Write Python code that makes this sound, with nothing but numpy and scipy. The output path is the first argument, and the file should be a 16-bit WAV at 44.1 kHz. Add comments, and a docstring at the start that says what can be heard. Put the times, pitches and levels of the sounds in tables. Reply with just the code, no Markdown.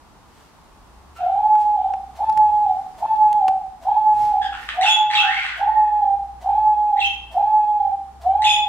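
"""Soft room noise and a low drone that drifts in pitch run throughout; feather swishes come first.
Parrots then chatter, grumble and squawk further off: jittering harmonic tones with rasp, shaped by a throat.
A diamond dove coos nine times in a bare, echoing bird room: a nearly pure gliding tone beats against its
own echo, each coo opens with a swish of the fanned tail, and all but the first have a gruff catch.
Sharp ticks (noise snap plus knock) and soft thuds (swells of dull noise) fall between and under the coos."""
import sys
import numpy as np
from scipy import signal
from scipy.fft import rfft, irfft, next_fast_len
from scipy.io import wavfile
from scipy.ndimage import uniform_filter1d

SR = 44100
rng = np.random.default_rng(int(sys.argv[2]) if len(sys.argv) > 2 else 0)


def log_audio(samples):
    """Write samples as a 16-bit WAV file to the path given in sys.argv[1]."""
    # one column per channel
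    frames = np.atleast_2d(samples).T
    # limit to full scale, then quantise
    limited = np.clip(frames, -1, 1)
    pcm = np.round(limited * 32767).astype(np.int16)
    wavfile.write(sys.argv[1], SR, pcm)


N = 382788
TIME = np.arange(N) / SR

# Coos, each a scoop up, a sinking hold and a break to a lower drop: start t/s, scoop/s, hold/s, drop/s,
# knee f/Hz, top f/Hz, drop f/Hz, relative scoop, hold and drop level/dB, scoop and drop roughness [0-1]
COO_SHAPES = [ (1.174, .303, .272, .19, 713.7, 859.5, 768, -20, -15.5, -20.5, .7, 1),
              (2.175, .075, .397, .10, 820, 884.6, 771, -21.5, -15, -17.5, .9, .8),
              (2.996, 0.069, 0.32, .16, 793, 887, 763.5, -22, -15, -16, .9, 0.2),
              (3.838, .17, 0.3, .128, 812.4, 863.3, 788.6, -17, -16, -17.5, 0.8, .5),
              (4.758, 0.15, 0.31, .095, 776, 868, 776.3, -16, -19.5, -20, .65, 0),
              (5.584, 0.13, 0.28, 0.17, 816.5, 863, 795, -18.5, -16.5, -16.5, 0.7, .2),
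              (6.43, .18, .295, .11, 786, 860.9, 794.3, -17.5, -16.5, -17, .6, .2),
              (7.333, .155, 0.29, 0.16, 762, 861.2, 785.4, -16.5, -16.5, -18.5, 0.6, 0.1),
              (8.231, 0.17, .24, 0.054, 748.6, 858, 792, -15, -18.5, -24, 0.4, .1), ]


def amp(db):
    """Amplitude ratio of a level in dB."""
    return 10 ** (np.asarray(db) / 20)


def unit(x):
    """Scales x to rms 1."""
    return x / np.sqrt(np.mean(x ** 2) + 1e-20)


def read(points, hz):
    """Interpolates a spectrum linearly over log frequency."""
    f, value = np.transpose(points)
    return np.interp(np.log(hz + 1), np.log(f + 1), value)


def follow(rows, t):
    """Interpolates each column of a curve table at times t."""
    s, *columns = np.transpose(rows)
    return [np.interp(t, np.sort(s), c) for c in columns]


def add(mix, start_s, sound):
    """Adds sound into mix from start_s on."""
    part = mix[max(round(start_s * SR), 0):][:len(sound)]
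    part += sound[:len(part)]


def fade(t, edge_s):
    """Sine-squared fade at both ends of times t."""
    to_end_s = np.minimum(t - t[0], t[-1] - t)
    return np.sin(np.pi / 2 * np.clip(to_end_s / edge_s, 0, 1)) ** 2


def wobble(size, hz):
    """Smooth random signal, low-passed near hz."""
    span = SR if size <= SR else N
    f = np.fft.rfftfreq(span, 1 / SR)
    spectrum = rfft(rng.standard_normal(span)) / (1 + (f / hz) ** 4)
    return unit(irfft(spectrum, span)[:size])


def colour(x, spectrum):
    """Filters x by a dB spectrum, zero-padded so that it can ring out."""
    size = next_fast_len(N + SR // 2)
    gain = amp(read(spectrum, np.fft.rfftfreq(size, 1 / SR)))
    return irfft(rfft(x, size) * gain, size)[:N]


def noise(spectrum):
    """Coloured noise of rms 1."""
    return unit(colour(rng.standard_normal(N), spectrum))


def swells(rows):
    """Sum of Gaussian envelopes, one per row: peak t/s, level/dB, standard deviation/s."""
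    return sum(amp(db) * np.exp(-((TIME - s) / half_s) ** 2 / 2) for s, db, half_s in rows)


def ports(pair):
    """Diffuse sound at two close microphones: left-right correlation varies with frequency."""
    # Left-right likeness: f/Hz, correlation [-1 to 1]
    alike = [(60, 0.78), (250, 0.14), (800, 0.87), (1500, 0.26), (2700, 0.16), (3600, -0.039),
             (7000, -0.14), (12000, 0.097)]
    a, b = rfft(pair)
    same = np.clip(read(alike, np.fft.rfftfreq(pair.shape[1], 1 / SR)), -1, 1)
    mid = a * np.sqrt((1 + same) / 2)
    side = b * np.sqrt((1 - same) / 2)
    return irfft(np.array([mid + side, mid - side]), pair.shape[1])


def room(x, wet_db, gap_s=.004, lag_s=0):
    """Direct sound, late by lag_s on the right, plus dense reflections decaying at a rate per band."""
    # Reverberation: f/Hz, t60/s
    decay = [(200, 0.072), (800, 0.58), (1500, 0.62), (4000, 0.51), (10000, 0.3), (16000, .25)]
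    hz, t, z = signal.stft(ports(rng.standard_normal((2, SR))), SR, nperseg=256)
    t60_s = np.maximum(read(decay, hz), .05)[:, None]
    tail = signal.istft(z * amp(-60 * t / t60_s) * (t > gap_s), SR, nperseg=256)[1]
    # near-unit energy, from the median decay of the lower bands
    tail /= np.sqrt(SR * np.median(t60_s[:60]) / np.log(10 ** 6))
    echo = signal.fftconvolve(x[None], tail, axes=1)[:, :N]
    direct = np.array([x, np.interp(TIME - lag_s, TIME, x)])
    return (direct + amp(wet_db) * echo) / np.sqrt(1 + amp(wet_db) ** 2)


def room_noise(gain_db=6):
    """Diffuse coloured noise with a slowly changing level."""
    # Noise colour: f/Hz, level/dB
    air_colour = [(15, -30), (28, 1.5), (60, -1.5), (110, -6.5), (200, -5.5), (320, -8.5), (550, -14),
                  (900, -6), (1150, -9.5), (1600, -17.5), (2300, -22), (5000, -25.5), (9500, -30.5),
                  (15500, -40.5)]
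    # Noise level before gain_db: t/s, level/dB
    air_level = [(0, -56), (1.0, -55.5), (1.9, -55.5), (3.3, -52.5), (3.75, -57), (4.3, -53), (5.0, -58.5),
                 (6.4, -56.5), (8.68, -57.5)]
    air = ports(np.array([noise(air_colour), noise(air_colour)]))
    return air * amp(follow(air_level, TIME)[0] + gain_db)


def low_drone(octave_db=-19, waver_db=1.5):
    """Low tone with a weak octave; pitch and level drift and waver."""
    # Pitch before waver: t/s, f/Hz
    drone_pitch = [(0.0, 72.3), (0.14, 73.2), (0.77, 48.98), (1.04, 67.26), (1.33, 72.82), (1.52, 63.05),
                   (2.1, 60.92), (2.32, 70.64), (3.12, 83.04), (3.58, 57.1), (7.54, 60.43), (7.98, 67.2),
                   (8.68, 69.2)]
    # Level before waver: t/s, level/dB
    drone_level = [(0.0, -66), (0.02, -64), (0.67, -67), (0.97, -49), (1.52, -53), (2.39, -46.5),
                   (2.97, -63.5), (3.26, -48), (3.34, -59), (4.76, -45), (4.88, -61), (5.78, -47),
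                   (6.77, -44.5), (6.94, -56), (7.06, -44), (7.76, -54), (8.32, -43.5), (8.68, -52)]
    hz, db = follow(drone_pitch, TIME)[0], follow(drone_level, TIME)[0]
    phase = 2 * np.pi * np.cumsum(hz * (1 + 0.027 * wobble(N, 2.8))) / SR
    tone = unit(np.sin(phase) + amp(octave_db) * np.sin(2 * phase))
    return tone * amp(db + waver_db * wobble(N, 6))


def feathers(fan_lead_s=0.0053, fan_db=-47.5, fan_half_s=0.011, grain_db=1.0, grain_hz=150):
    """Tail feathers slide over each other, fanning open just before each coo: grainy noise swells."""
    # Rustles between the fans: peak t/s, level/dB, standard deviation/s
    rustles = [(0.39, -57, 0.068), (1.608, -49, 0.021), (2.493, -61.5, 0.31), (4.224, -45, 0.058),
               (4.636, -48, 0.041)]
    # Feather noise colour: f/Hz, level/dB
    feather_colour = [(300, -6.5), (1500, -1.5), (4000, -5.5), (8000, -10.5), (12000, -16), (16000, -18.5)]
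    fans = [(row[0] - fan_lead_s, fan_db, fan_half_s) for row in COO_SHAPES]
    grain = amp(grain_db * wobble(N, grain_hz))
    return room(swells(fans + rustles) * noise(feather_colour) * grain, wet_db=2.5)


def parrot_voice(t, db, hz, rough, slope_db, jitter=0.14, jitter_hz=450,
                 rasp_db=-4, flutter_db=8.5, flutter_hz=220):
    """Five jittering harmonics weighted by the throat, plus rasp noise, under a random flutter."""
    # Throat resonances: f/Hz, level/dB
    throat = [(500, -42), (1000, -3), (1500, -5), (2100, 1.5), (2700, 8), (3500, -2), (4400, -4),
              (5400, -13), (6300, -13), (7000, -15.5), (7800, -14), (9000, -20.5), (10400, -28),
              (11500, -31), (14000, -44.5), (16000, -44.5)]
    phase = 2 * np.pi * np.cumsum(hz * (1 + jitter * rough * wobble(len(t), jitter_hz))) / SR
    k = np.arange(1, 6)[:, None]
    partials = amp(read(throat, k * hz) + slope_db * np.log2(k))
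    tone = (partials * np.sin(k * phase)).sum(0) / np.sqrt((partials ** 2).sum(0) / 2)
    harsh = amp(rasp_db) * rough
    voice = (tone + harsh * noise(throat)[:len(t)]) / np.sqrt(1 + harsh ** 2)
    flutter = unit(amp(flutter_db * rough * wobble(len(t), flutter_hz)))
    return amp(db) * voice * flutter * fade(t, edge_s=0.0068)


def chatter(start_s, length_s, db, fade_db, from_hz, to_hz, rough, slope_db):
    """Hoarse note with linear pitch glide and dB ramp."""
    t = np.arange(0, length_s, 1 / SR)
    level_db = db + fade_db * t / length_s
    hz = from_hz + (to_hz - from_hz) * t / length_s
    return start_s, parrot_voice(t, level_db, hz, rough, slope_db)


def squawk(start_s, opening_s, flick_s, low_s, high_s, opening_db, flick_db, low_db, high_db,
           low_hz, high_hz, harsh, slope_db):
    """Four vocal registers in turn, each gliding a little, with quick jumps between."""
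    opening_hz, flick_hz, jump_s, release_s = 2010, 3490, 0.0055, .02
    flick_rough, shrill_rough = .42, 0.099
    opening_rise, shrill_sag = .2, .025  # shares of the pitch
    opening_swell_db = 4
    ends = np.cumsum([opening_s, flick_s, low_s, high_s])
    t = np.arange(0, ends[-1], 1 / SR)
    registers = np.array([
        (opening_db, opening_hz, harsh, opening_rise),
        (flick_db, flick_hz, flick_rough, -shrill_sag),
        (low_db, low_hz, shrill_rough, -shrill_sag),
        (high_db, high_hz, shrill_rough, -shrill_sag),
    ])
    db, hz, rough, glide = registers[np.searchsorted(ends, t)].T
    progress = np.interp(t, np.r_[0, ends], np.arange(len(ends) + 1)) % 1  # 0-1 in each register
    db = db + opening_swell_db * (progress - .5) * (t < opening_s)
    hz = hz * (1 + glide * (progress - .5))
    controls = uniform_filter1d(np.array([db, hz, rough]), max(int(jump_s * SR), 1))
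    release = np.sqrt(np.minimum((ends[-1] - t) / release_s, 1))
    return start_s, release * parrot_voice(t, *controls, slope_db)


def parrots(gain_db=6, grumble_slope_db=-16.5):
    """Chatter, squawks and one long arching grumble, further off in the room."""
    # Lower chatter: start t/s, length/s, relative level/dB, level change/dB, start f/Hz, end f/Hz,
    # roughness [1], overtone slope [dB/octave]
    chatter_notes = [ (1.158, 0.084, -44, -7.5, 1347, 1442, 0.4, -24),
                     (4.413, 0.0632, -33.5, -4.5, 1726, 1576, 0.31, -6),
                     (4.523, .14, -36.5, -13.5, 1430, 1883, 0.8, -29),
                     (4.684, 0.038, -29, -11, 1563, 1744, 1.1, -37),
                     (4.835, .045, -29, 2, 1714, 1371, 0.6, -9.5),
                     (5.26, 0.24, -35, -1.5, 1569, 1447, .7, -11.5),
                     (5.618, 0.36, -46.5, -11, 1883, 1749, .2, -22), ]
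    # Squawks: start t/s, opening/s, flick/s, low/s, high/s, relative opening, flick, low and high level/dB,
    # low f/Hz, high f/Hz, opening roughness [0-1], overtone slope [dB/octave]
    squawk_shapes = [ (4.806, 0.026, 0.028, 0.026, .062, -28.5, -28.5, -18.5, -20, 2654, 3395, 0.42, -1.5),
                     (5.098, 0.051, .023, .028, 0.03, -31, -21.5, -16, -20, 2642, 3250, .95, -8),
                     (6.963, 0.031, 0.018, 0.038, 0.022, -41.5, -32, -22.5, -21, 2667, 3200, 0.4, -7),
                     (8.417, .026, 0.024, 0.026, 0.067, -33, -23.5, -19.5, -21, 2535, 3453, 0.51, -0.5), ]
    # Grumble: t/s, relative level/dB, f/Hz, roughness [0-1]
    grumble = [(5.12, -40.5, 1140, 0.9), (5.209, -34.5, 1337, 0.57), (5.265, -24, 1620, 0.3),
               (5.322, -28, 2086, 0.2), (5.40, -27.5, 2290, 0.44), (5.45, -40, 1928, 0.77),
               (5.55, -36.5, 1566, 0.56), (5.60, -36, 1607, .5)]
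    out = np.zeros(N)
    for row in squawk_shapes:
        add(out, *squawk(*row))
    for row in chatter_notes:
        add(out, *chatter(*row))
    t = np.arange(grumble[0][0], grumble[-1][0], 1 / SR)
    add(out, t[0], parrot_voice(t, *follow(grumble, t), grumble_slope_db))
    return amp(gain_db) * room(out, wet_db=2, lag_s=0.0001)


def coo(start_s, scoop_s, hold_s, drop_s, knee_hz, top_hz, drop_hz,
        scoop_db, hold_db, drop_db, scoop_rough, drop_rough):
    """Pitch and roughness of one coo, and its loudness through the scene, echo included."""
    # Standing waves lift or swallow the coo as its pitch moves: f/Hz, level/dB
    standing = [(720, 2), (790, -0.5), (822, 0), (835, -2), (842, -0.5), (851, 4.5), (861, -3.5), (872, 0),
                (886, -21.5)]
    start_hz, snap_s = 668, .04  # snaps from here up to the knee
    rest_hz, sink_s = 830.5, .17  # the hold sinks towards this pitch
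    break_s, hold_rough, settle_s = .042, .045, .16
    onset_db, attack_s, attack_share = -17.5, 0.032, 0.24  # a slow scoop also swells slowly
    release_s, echo_db_per_s = 0.024, 108
    t, since = np.arange(0, scoop_s + hold_s + drop_s, 1 / SR), TIME - start_s
    after_hold = t - scoop_s - hold_s

    rising = np.interp(t, [0, snap_s, scoop_s], [start_hz, knee_hz, top_hz])
    sinking = rest_hz + (top_hz - rest_hz) * np.exp((scoop_s - t) / sink_s)
    held = np.where(t < scoop_s, rising, sinking)
    broken = np.clip(after_hold / break_s, 0, 1)
    hz = held + broken * (drop_hz - held)

    settled = np.minimum(t / scoop_s, 1) ** 2
    broken_rough = broken * drop_rough * np.exp(-np.maximum(after_hold, 0) / settle_s)
    rough = hold_rough + (1 - settled) * scoop_rough + broken_rough

    db = scoop_db + settled * (hold_db - scoop_db) + broken * (drop_db - hold_db) + read(standing, hz)
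    db = db + onset_db * np.maximum(1 - t / max(attack_s, attack_share * scoop_s), 0)
    dying_db = echo_db_per_s * np.maximum(since - t[-1] + release_s, 0)
    return t, hz, rough, amp(np.interp(since, t, db) - dying_db) * (since > 0)


def dove(waver=0.062, waver_hz=75, purr_hz=65.8, purr_depth=0.45, overtone_fade_db_per_s=14,
         husk_db=-52.0, overtones_db=-9, balance_db=1.26):
    """Syrinx tone scoops, sinks and breaks; the swollen crop passes little but the fundamental."""
    # Closed-beak overtones, before overtones_db: multiple [1], level/dB
    overtones = [(2, -44), (3, -47.5), (4, -49), (5, -53.5)]
    # Husky edge: f/Hz, level/dB
    husk = [(500, -23), (1000, 6), (1450, -1), (2000, -22.5), (2600, -6), (3700, 0), (5000, -24),
            (9000, -39)]
    # Narrow-band ring of the inflated crop: f/Hz, level/dB
    crop = [(300, -37.5), (560, -16.5), (680, -1), (760, 2), (880, 3), (960, -1.5), (1200, -18),
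            (2000, -42)]
    tone, edge, rasp, loudness = np.zeros((4, N))
    for start_s, *shape in COO_SHAPES:
        t, hz, rough, level = coo(start_s, *shape)
        phase = 2 * np.pi * np.cumsum(hz * (1 + waver * rough * wobble(len(t), waver_hz))) / SR
        purr = 1 + purr_depth * rough * np.sin(2 * np.pi * purr_hz * t)
        voiced = fade(t, edge_s=0.049) * purr
        partials = sum(amp(db) * np.sin(round(k) * phase) for k, db in overtones)
        add(tone, start_s, voiced * np.sin(phase))
        add(edge, start_s, voiced * amp(-overtone_fade_db_per_s * t) * partials)
        add(rasp, start_s, voiced * rough)
        loudness = np.maximum(loudness, level)
    heard = room(colour(tone, crop), wet_db=-1.5)
    # quick beats against the echo stay; the slow swell follows each coo's loudness
    power = uniform_filter1d(uniform_filter1d(heard.mean(0) ** 2, size=2600), size=1800)
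    fundamental = loudness * heard / np.sqrt(abs(power) + 1e-5)
    # overtones and husk lie off the fundamental's standing waves, so they stay even
    upper = room(amp(overtones_db) * edge + amp(husk_db) * rasp * noise(husk), wet_db=9.5)
    return (fundamental + upper) * amp(np.array([[-balance_db], [balance_db]]) / 2)


def ticks(knock_low_hz=330, knock_high_hz=1500):
    """Bright octave-band noise snap over a duller knock, both dying in milliseconds."""
    # Ticks: t/s, snap level/dB, snap centre f/Hz, knock level re snap/dB, t60/s
    tick_hits = [(1.554, -50, 8000, 19.5, 0.015), (1.937, -54.5, 2500, 28.5, 0.018),
                 (2.297, -37.5, 3560, 11, 0.018), (2.326, -44.5, 4000, -26.5, .02),
                 (2.375, -34, 4600, 9, 0.014), (3.159, -50.5, 3500, -8, .03),
                 (3.329, -29, 3760, -18, 0.0094), (3.481, -32, 3360, 11.5, 0.03)]
    out, t = np.zeros(N), np.arange(SR // 10) / SR
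    for s, db, hz, knock_db, t60_s in tick_hits:
        a, b = rng.standard_normal((2, len(t)))
        snap_band = [hz / np.sqrt(2), hz * np.sqrt(2)]
        snap = signal.lfilter(*signal.butter(1, snap_band, "band", fs=SR), a)
        knock = signal.lfilter(*signal.butter(2, [knock_low_hz, knock_high_hz], "band", fs=SR), b)
        add(out, s, amp(db - 60 * t / t60_s) * (unit(snap) + amp(knock_db) * unit(knock)))
    return room(out, wet_db=-15)


def catches(catch_db=-35, after_s=0.026, half_s=0.028):
    """Gruff noise swell of the throat as each coo but the first takes hold."""
    # Colour of the throat catch: f/Hz, level/dB
    catch_colour = [(300, -35.5), (520, -16), (660, 7.5), (800, 3.5), (1000, -3), (1250, -21),
                    (2500, -42.5)]
    rows = [(row[0] + after_s, catch_db, half_s) for row in COO_SHAPES[1:]]
    return room(swells(rows) * noise(catch_colour), wet_db=0.0)


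def bumps():
    """Soft thuds in the room: short swells of dull noise."""
    # Thuds: peak t/s, level/dB, standard deviation/s
    thuds = [(2.38, -42, 0.029), (3.48, -48.5, 0.042), (4.23, -42.5, 0.05)]
    # Dull thud colour: f/Hz, level/dB
    thud_colour = [(20, -15.5), (60, -1), (95, -6.5), (160, -14), (350, -18.5), (900, -23.5), (3000, -57.5)]
    return room(swells(thuds) * noise(thud_colour), wet_db=-6.0)


def scene():
    """Sums all layers in stereo."""
    background = room_noise() + low_drone()
    birds = feathers() + parrots() + dove() + catches()
    return background + birds + ticks() + bumps()


def record(dry):
    """The recorder's band limit: a linear-phase low-pass."""
    edge_hz = 15750
    lowpass = signal.firwin(511, edge_hz, window=("kaiser", 9), fs=SR)
    return signal.oaconvolve(dry, lowpass[None], "same")


dry = scene()
out = record(dry)
log_audio(out)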